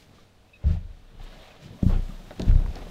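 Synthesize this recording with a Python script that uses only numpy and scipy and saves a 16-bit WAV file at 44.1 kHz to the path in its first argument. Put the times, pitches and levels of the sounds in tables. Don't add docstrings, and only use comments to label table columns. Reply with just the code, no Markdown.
import sys
import numpy as np
from scipy import signal
from scipy.fft import rfft, irfft
from scipy.io import wavfile

SR = 44100
rng = np.random.default_rng(int(sys.argv[2]) if len(sys.argv) > 2 else 0)


def wav_record(signal):
    frames = np.transpose(np.atleast_2d(signal))
    bounded = np.clip(frames, -1, 1)
    quanta = np.round(bounded * 32767).astype(np.int16)
    wavfile.write(sys.argv[1], SR, quanta)


N = 127890
TIME = np.arange(N) / SR


def amp(db):
    return 10 ** (np.asarray(db) / 20)


def unit(x):
    return x / np.sqrt(np.mean(x ** 2) + 1e-20)


def colour(x, curve):
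    hz, db = np.transpose(curve)
    gain = amp(np.interp(np.log(np.fft.rfftfreq(N, 1 / SR) + 1), np.log(hz), db))
    return irfft(rfft(x) * unit(gain), N)


def noise(curve):
    return unit(colour(rng.standard_normal(N), curve))


def wander(step_s):
    return np.interp(TIME / step_s, np.arange(N), rng.standard_normal(N))


def friction(curve, grain_db=1.5, grain_s=0.0044):
    return unit(noise(curve) * amp(grain_db * wander(grain_s)))


def swells(moves):
    return sum(amp(db) * np.exp(-.5 * ((TIME - peak) / np.where(TIME < peak, rise, fall)) ** 2)
               for peak, rise, fall, db in moves)


def push(at, contact):
    return np.exp(-.5 * ((TIME - at) / contact) ** 2) / (contact * SR * np.sqrt(2 * np.pi))


def ring(force, modes):
    t = TIME[:SR]
    body = sum(amp(db - 60 * t / t60) * np.sin(2 * np.pi * hz * t) for hz, db, t60 in modes)
    return signal.fftconvolve(force, body)[:N]


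# f/Hz, level/dB
AIR_EQ = [(15, 7), (30, -10.5), (55, 2), (95, -8), (200, -8), (330, -13.5), (460, -15.5), (700, -17),
          (950, -21.5), (2000, -25), (4000, -26), (6000, -31.5), (9000, -36.5), (15500, -42)]
# f/Hz, level/dB
HUM_TONES = [(97, -61.5), (457.6, -71)]
def room_tone(air_db=-57):
    hum = sum(amp(db) * np.sin(2 * np.pi * hz * TIME) for hz, db in HUM_TONES)
    return amp(air_db) * noise(AIR_EQ) + hum


# t/s, body level/dB, fizz level/dB
RUSTLE_FADERS = [(0, -59.5, -67), (.3, -66, -91), (1.17, -60, -83), (1.215, -50, -69), (1.469, -49.5, -66),
                 (1.578, -53.5, -75), (1.8, -54, -65.5), (2.07, -52.5, -62), (2.2, -52.5, -64),
                 (2.45, -51, -63), (2.7, -49.5, -63), (2.9, -48.5, -62)]
# f/Hz, level/dB
CLOTH_EQ = [(25, 16), (60, -28.5), (110, 0), (190, 6), (380, -3), (650, 4), (950, -3.5), (2000, -7.5),
            (3800, -7.5), (5200, -18.5), (7500, -28), (10000, -57), (16000, -57)]
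# f/Hz, level/dB
FIZZ_EQ = [(1000, -8), (5000, 9.5), (7500, 6), (10000, 0.5), (14000, 1), (16000, -5)]
FOLD_CROSSOVERS = [500, 1000, 1700, 2800, 4500]
def clothes(fold_db=1.4, fold_s=.035):
    spectrum = rfft(friction(CLOTH_EQ))
    band = np.digitize(np.fft.rfftfreq(N, 1 / SR), FOLD_CROSSOVERS)
    folds = sum(irfft(spectrum * (band == k), N) * amp(fold_db * wander(fold_s))
                for k in np.unique(band))
    times, body_db, fizz_db = np.transpose(RUSTLE_FADERS)
    body = unit(folds) * amp(np.interp(TIME, times, body_db))
    fizz = friction(FIZZ_EQ) * amp(np.interp(TIME, times, fizz_db))
    return body + fizz


# peak t/s, rise/s, fall/s, level/dB
SLEEVE_MOVES = [(.005, .02, 0.03, -61), (.18, 0.049, 0.072, -63.5), (.705, 0.038, 0.042, -56),
                (.99, 0.02, 0.022, -72), (1.65, 0.034, 0.023, -55.5), (1.885, 0.019, 0.026, -56.5),
                (2.49, 0.021, 0.012, -52)]
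# f/Hz, level/dB
SLEEVE_EQ = [(300, -21), (1500, 8), (4000, 9.5), (7000, 0), (10000, -10), (16000, -13)]
def sleeves():
    return friction(SLEEVE_EQ) * swells(SLEEVE_MOVES)


# peak t/s, rise/s, fall/s, level/dB
RUB_MOVES = [(.05, 0.091, 0.19, -60), (1.16, 0.033, 0.05, -50.5), (1.665, 0.047, 0.019, -48),
             (1.74, 0.043, 0.023, -42), (1.93, 0.062, 0.039, -34), (2.12, 0.11, 0.17, -48.5),
             (2.415, 0.021, 0.034, -34), (2.52, .04, 0.12, -37.5), (2.87, 0.117, 0.076, -46)]
# f/Hz, level/dB
RUB_EQ = [(30, -18), (100, -1.5), (190, 0), (280, -12.5), (450, -16), (800, -23.5), (3000, -59)]
def rubs():
    return friction(RUB_EQ) * swells(RUB_MOVES)


# peak t/s, rise/s, fall/s, level/dB
SLIDE_MOVES = [(.18, 0.068, 0.052, -63), (.70, 0.05, 0.063, -48.5), (1.25, 0.023, 0.04, -59),
               (1.935, 0.015, 0.041, -44), (2.49, 0.01, 0.031, -46), (2.78, 0.028, 0.054, -48)]
# f/Hz, level/dB
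SLIDE_EQ = [(60, -14), (300, 14), (650, 11), (1000, 2), (1800, 1.5), (3300, -4.5), (6000, -26), (9000, -53),
            (16000, -53)]
def slides():
    return friction(SLIDE_EQ) * swells(SLIDE_MOVES)


# t/s, f/Hz, level/dB
RATTLE_HITS = [(0.184, 1180, -51), (0.759, 715, -43), (1.198, 747, -43), (1.474, 684, -48),
               (1.827, 576, -32), (2.093, 200, -32.5), (2.104, 1190, -45.5), (2.306, 267, -39),
               (2.402, 656.5, -30), (2.66, 940, -40), (2.765, 655, -33.5)]
def rattles(attack_s=0.00088, t60=0.049, roughness=0.086):
    out = np.zeros(N)
    for at, hz, db in RATTLE_HITS:
        t = np.maximum(TIME - at, 0)
        pitch = hz * (1 + roughness * wander(0.0014))
        phase = 2 * np.pi * np.cumsum(pitch) / SR
        out += np.minimum(t / attack_s, 1) * amp(db - 60 * t / t60) * np.sin(phase)
    return out


# t/s, length/s, top f/Hz, level/dB, bend/share of pitch
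SQUEAK_CUES = [(0.488, 0.016, 2580, -64, .02), (0.533, 0.02, 2590, -47.5, .02),
               (0.552, 0.027, 2550, -52.5, .015), (1.5, 0.046, 2550, -55.5, .15)]
def squeaks(overtone_ratio=1.49, overtone_db=-11.5, roughness=0.0202):
    out = np.zeros(N)
    for at, length, hz, db, bend in SQUEAK_CUES:
        progress = np.clip((TIME - at) / length, 0, 1)
        arch = np.sin(np.pi * progress ** .6)
        pitch = hz * (1 - bend * (1 - arch) + roughness * wander(0.0015))
        phase = 2 * np.pi * np.cumsum(pitch) / SR
        out += amp(db) * arch * (np.sin(phase) + amp(overtone_db) * np.sin(overtone_ratio * phase))
    return out


# t/s, click level/dB, click f/Hz, wood level/dB
TAP_HITS = [(0.638, -73, 1500, -44.5), (1.199, -50, 2300, -59), (1.8275, -46, 4000, -42.5),
            (1.8986, -44, 1100, -40), (1.929, -47, 1400, -44), (2.308, -38, 2250, -36.5),
            (2.3957, -36.5, 4670, -34), (2.397, -29.5, 2950, -39.5), (2.4185, -29, 3360, -46),
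            (2.421, -41, 4330, -58), (2.4565, -39.5, 1200, -44), (2.513, -36, 1400, -43.5),
            (2.5553, -40, 1190, -58), (2.5994, -48, 1080, -43), (2.662, -39.5, 1290, -45),
            (2.7562, -33.5, 3400, -45), (2.769, -45, 3400, -48), (2.824, -59, 3000, -43.5),
            (2.868, -68, 2500, -43)]
# f/multiple of click f, level/dB
CLICK_EQ = [(.08, -35), (.4, -20), (.75, 13), (1.1, 13), (1.9, 5), (2.8, -18), (4.5, -19)]
# f/Hz, level/dB
WOOD_EQ = [(100, -19), (300, 4), (650, 4), (1000, -11.5), (1800, -11.5), (3500, -56), (12000, -52)]
def taps(click_t60=0.0091, wood_t60=0.076):
    clicks, wood_envelope = np.zeros(N), np.zeros(N)
    for at, click_db, click_hz, wood_db in TAP_HITS:
        t = np.maximum(TIME - at, 0)
        crack = noise([(ratio * click_hz, db) for ratio, db in CLICK_EQ])
        clicks += crack * np.minimum(t / 0.00023, 1) * amp(click_db - 60 * t / click_t60)
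        wood_envelope += np.minimum(t / 0.00013, 1) * amp(wood_db - 60 * t / wood_t60)
    return clicks + wood_envelope * noise(WOOD_EQ)


# t/s, level/dB, contact/s
STEP_HITS = [(0.642, -24.5, 0.0016), (0.652, -14, 0.0027), (.668, -14, 0.0017), (0.683, -17, 0.0019),
             (.707, -17.5, 0.0016), (0.733, -34, 0.0015), (0.768, -24.5, 0.0022), (0.789, -19.5, 0.0068),
             (0.85, -25.5, 0.0036), (.905, -29, 0.0033), (.97, -44.5, 0.0023)]
# f/Hz, level/dB, t60/s
FLOOR_MODES = [(34.1, -2, 0.24), (65, -6, 0.073), (85.3, 3, 0.21), (108, -2.5, 0.24), (152, 0.5, 0.19),
               (176.5, -0.5, 0.35), (294, -20, 0.15)]
def footsteps(low_cut_hz=32.3):
    force = -sum(amp(db) * push(at, contact) for at, db, contact in STEP_HITS)
    low_cut = signal.butter(2, low_cut_hz, "high", fs=SR, output="sos")
    return signal.sosfilt(low_cut, ring(force, FLOOR_MODES))


# t/s, level/dB, f/Hz, rise/s, hold/s, t60/s, knock level re swing/dB
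SWAY_CUES = [(1.005, -46.5, 29.4, 0.032, 0.13, .3, -28), (1.147, -32.5, 31, 0.084, 0.059, 0.68, -4),
             (1.866, -17, 30.74, 0.029, 0.094, 0.5, 1), (2.121, -40, 30, 0.012, 0.029, 1, -16),
             (2.391, -32, 34.4, 0.03, 0.029, 0.2, -10), (2.4678, -12.5, 32.38, 0.0092, 0.087, 0.51, 6),
             (2.786, -40.5, 37.4, 0.014, .06, 0.65, 1)]
# f/Hz, level/dB, t60/s
DESK_MODES = [(89.6, -13, 0.21), (147, -23, 0.064), (180.7, -2, 0.177), (218.6, -18.5, 0.41),
              (278, -7, 0.13), (362, -6, 0.1), (575, -25, .12)]
def sway(sharpness=4.46, scatter=.45, ring_db=-15, knock_low_cut_hz=45):
    swing, knocks = np.zeros(N), np.zeros(N)
    for at, db, hz, rise, hold, t60, knock_db in SWAY_CUES:
        t = np.maximum(TIME - at, 0)
        envelope = np.minimum(t / rise, 1) * amp(-60 * np.maximum(t - hold, 0) / t60)
        tilt = np.cos(2 * np.pi * hz * t)
        swing += amp(db) * envelope * tilt
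        pulses = np.exp(sharpness * (tilt - 1))
        unevenness = 1 + scatter * wander(.008)
        knocks += amp(db + knock_db) * envelope ** 1.12 * pulses * unevenness
    low_cut = signal.butter(2, knock_low_cut_hz, "high", fs=SR, output="sos")
    knocks = signal.sosfiltfilt(low_cut, knocks)
    return swing + knocks + amp(ring_db) * ring(np.gradient(knocks), DESK_MODES)


# peak t/s, rise/s, fall/s, level/dB
BRUSH_MOVES = [(1.237, 0.01, 0.013, -63.5), (1.86, 0.021, 0.042, -58.5), (2.83, 0.056, 0.072, -71)]
def brushes():
    return friction(FIZZ_EQ) * swells(BRUSH_MOVES)


# t/s, level/dB, contact/s
BUMP_HITS = [(1.8308, -10, 0.0011), (1.8644, -6, .0015), (2.096, -30, 0.0016), (2.405, -20.5, 0.0011),
             (2.4219, -25, 0.0012), (2.482, -14.5, 0.0014), (2.51, -11.5, 0.0038), (2.541, -22.5, 0.0031),
             (2.559, -17, 0.0021), (2.692, -21.5, 0.0043), (2.821, -34, 0.0037)]
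def bumps(thud_db=3.5):
    out = np.zeros(N)
    for at, db, contact in BUMP_HITS:
        progress = (TIME - at) / contact - 1
        thud = amp(thud_db) * progress * np.exp(-.5 * progress ** 2)
        out += amp(db) * (thud + ring(push(at, contact), DESK_MODES))
    return out


# peak t/s, rise/s, fall/s, level/dB
SCRAPE_MOVES = [(1.9, 0.013, 0.03, -42)]
# f/Hz, level/dB
SCRAPE_EQ = [(100, -5), (650, 1), (1200, -1.5), (2000, -12.5), (4000, -16), (9000, -39)]
def scrape(slips_per_s=900, spread_db=4):
    slips = (rng.random(N) < slips_per_s / SR) * rng.choice([-1, 1], N)
    sizes = amp(spread_db * np.minimum(rng.exponential(1, N), 2))
    return unit(colour(slips * sizes, SCRAPE_EQ)) * swells(SCRAPE_MOVES)


def reflections(x, t60=0.22, predelay_s=.004):
    t = TIME[:SR // 2]
    tail = rng.standard_normal(len(t)) * amp(-60 * t / t60) * (t > predelay_s)
    return signal.fftconvolve(x, tail / np.linalg.norm(tail))[:N]


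def room(x, mid_db=-12.5, side_db=-39.5):
    mid = x + amp(mid_db) * reflections(x)
    side = amp(side_db) * reflections(x)
    return np.array([mid + side, mid - side])


def scene():
    solid = rubs() + footsteps() + sway() + bumps()
    fabric = clothes() + sleeves() + brushes()
    airborne = fabric + slides() + rattles() + squeaks() + taps() + scrape()
    balance_db = 0.94
    pan = amp([[balance_db / 2], [-balance_db / 2]])
    return room_tone() + pan * solid + room(airborne)


def record(dry):
    hiss_db, low_cut_hz, high_cut_hz = -89, 8, 15800
    hissy = dry + amp(hiss_db) * rng.standard_normal((2, N))
    low_cut = signal.butter(1, low_cut_hz, "high", fs=SR, output="sos")
    high_cut = signal.firwin(511, high_cut_hz, window=("kaiser", 9), fs=SR)
    return signal.oaconvolve(signal.sosfilt(low_cut, hissy), high_cut[None], "same")


dry = scene()
out = record(dry)
wav_record(out)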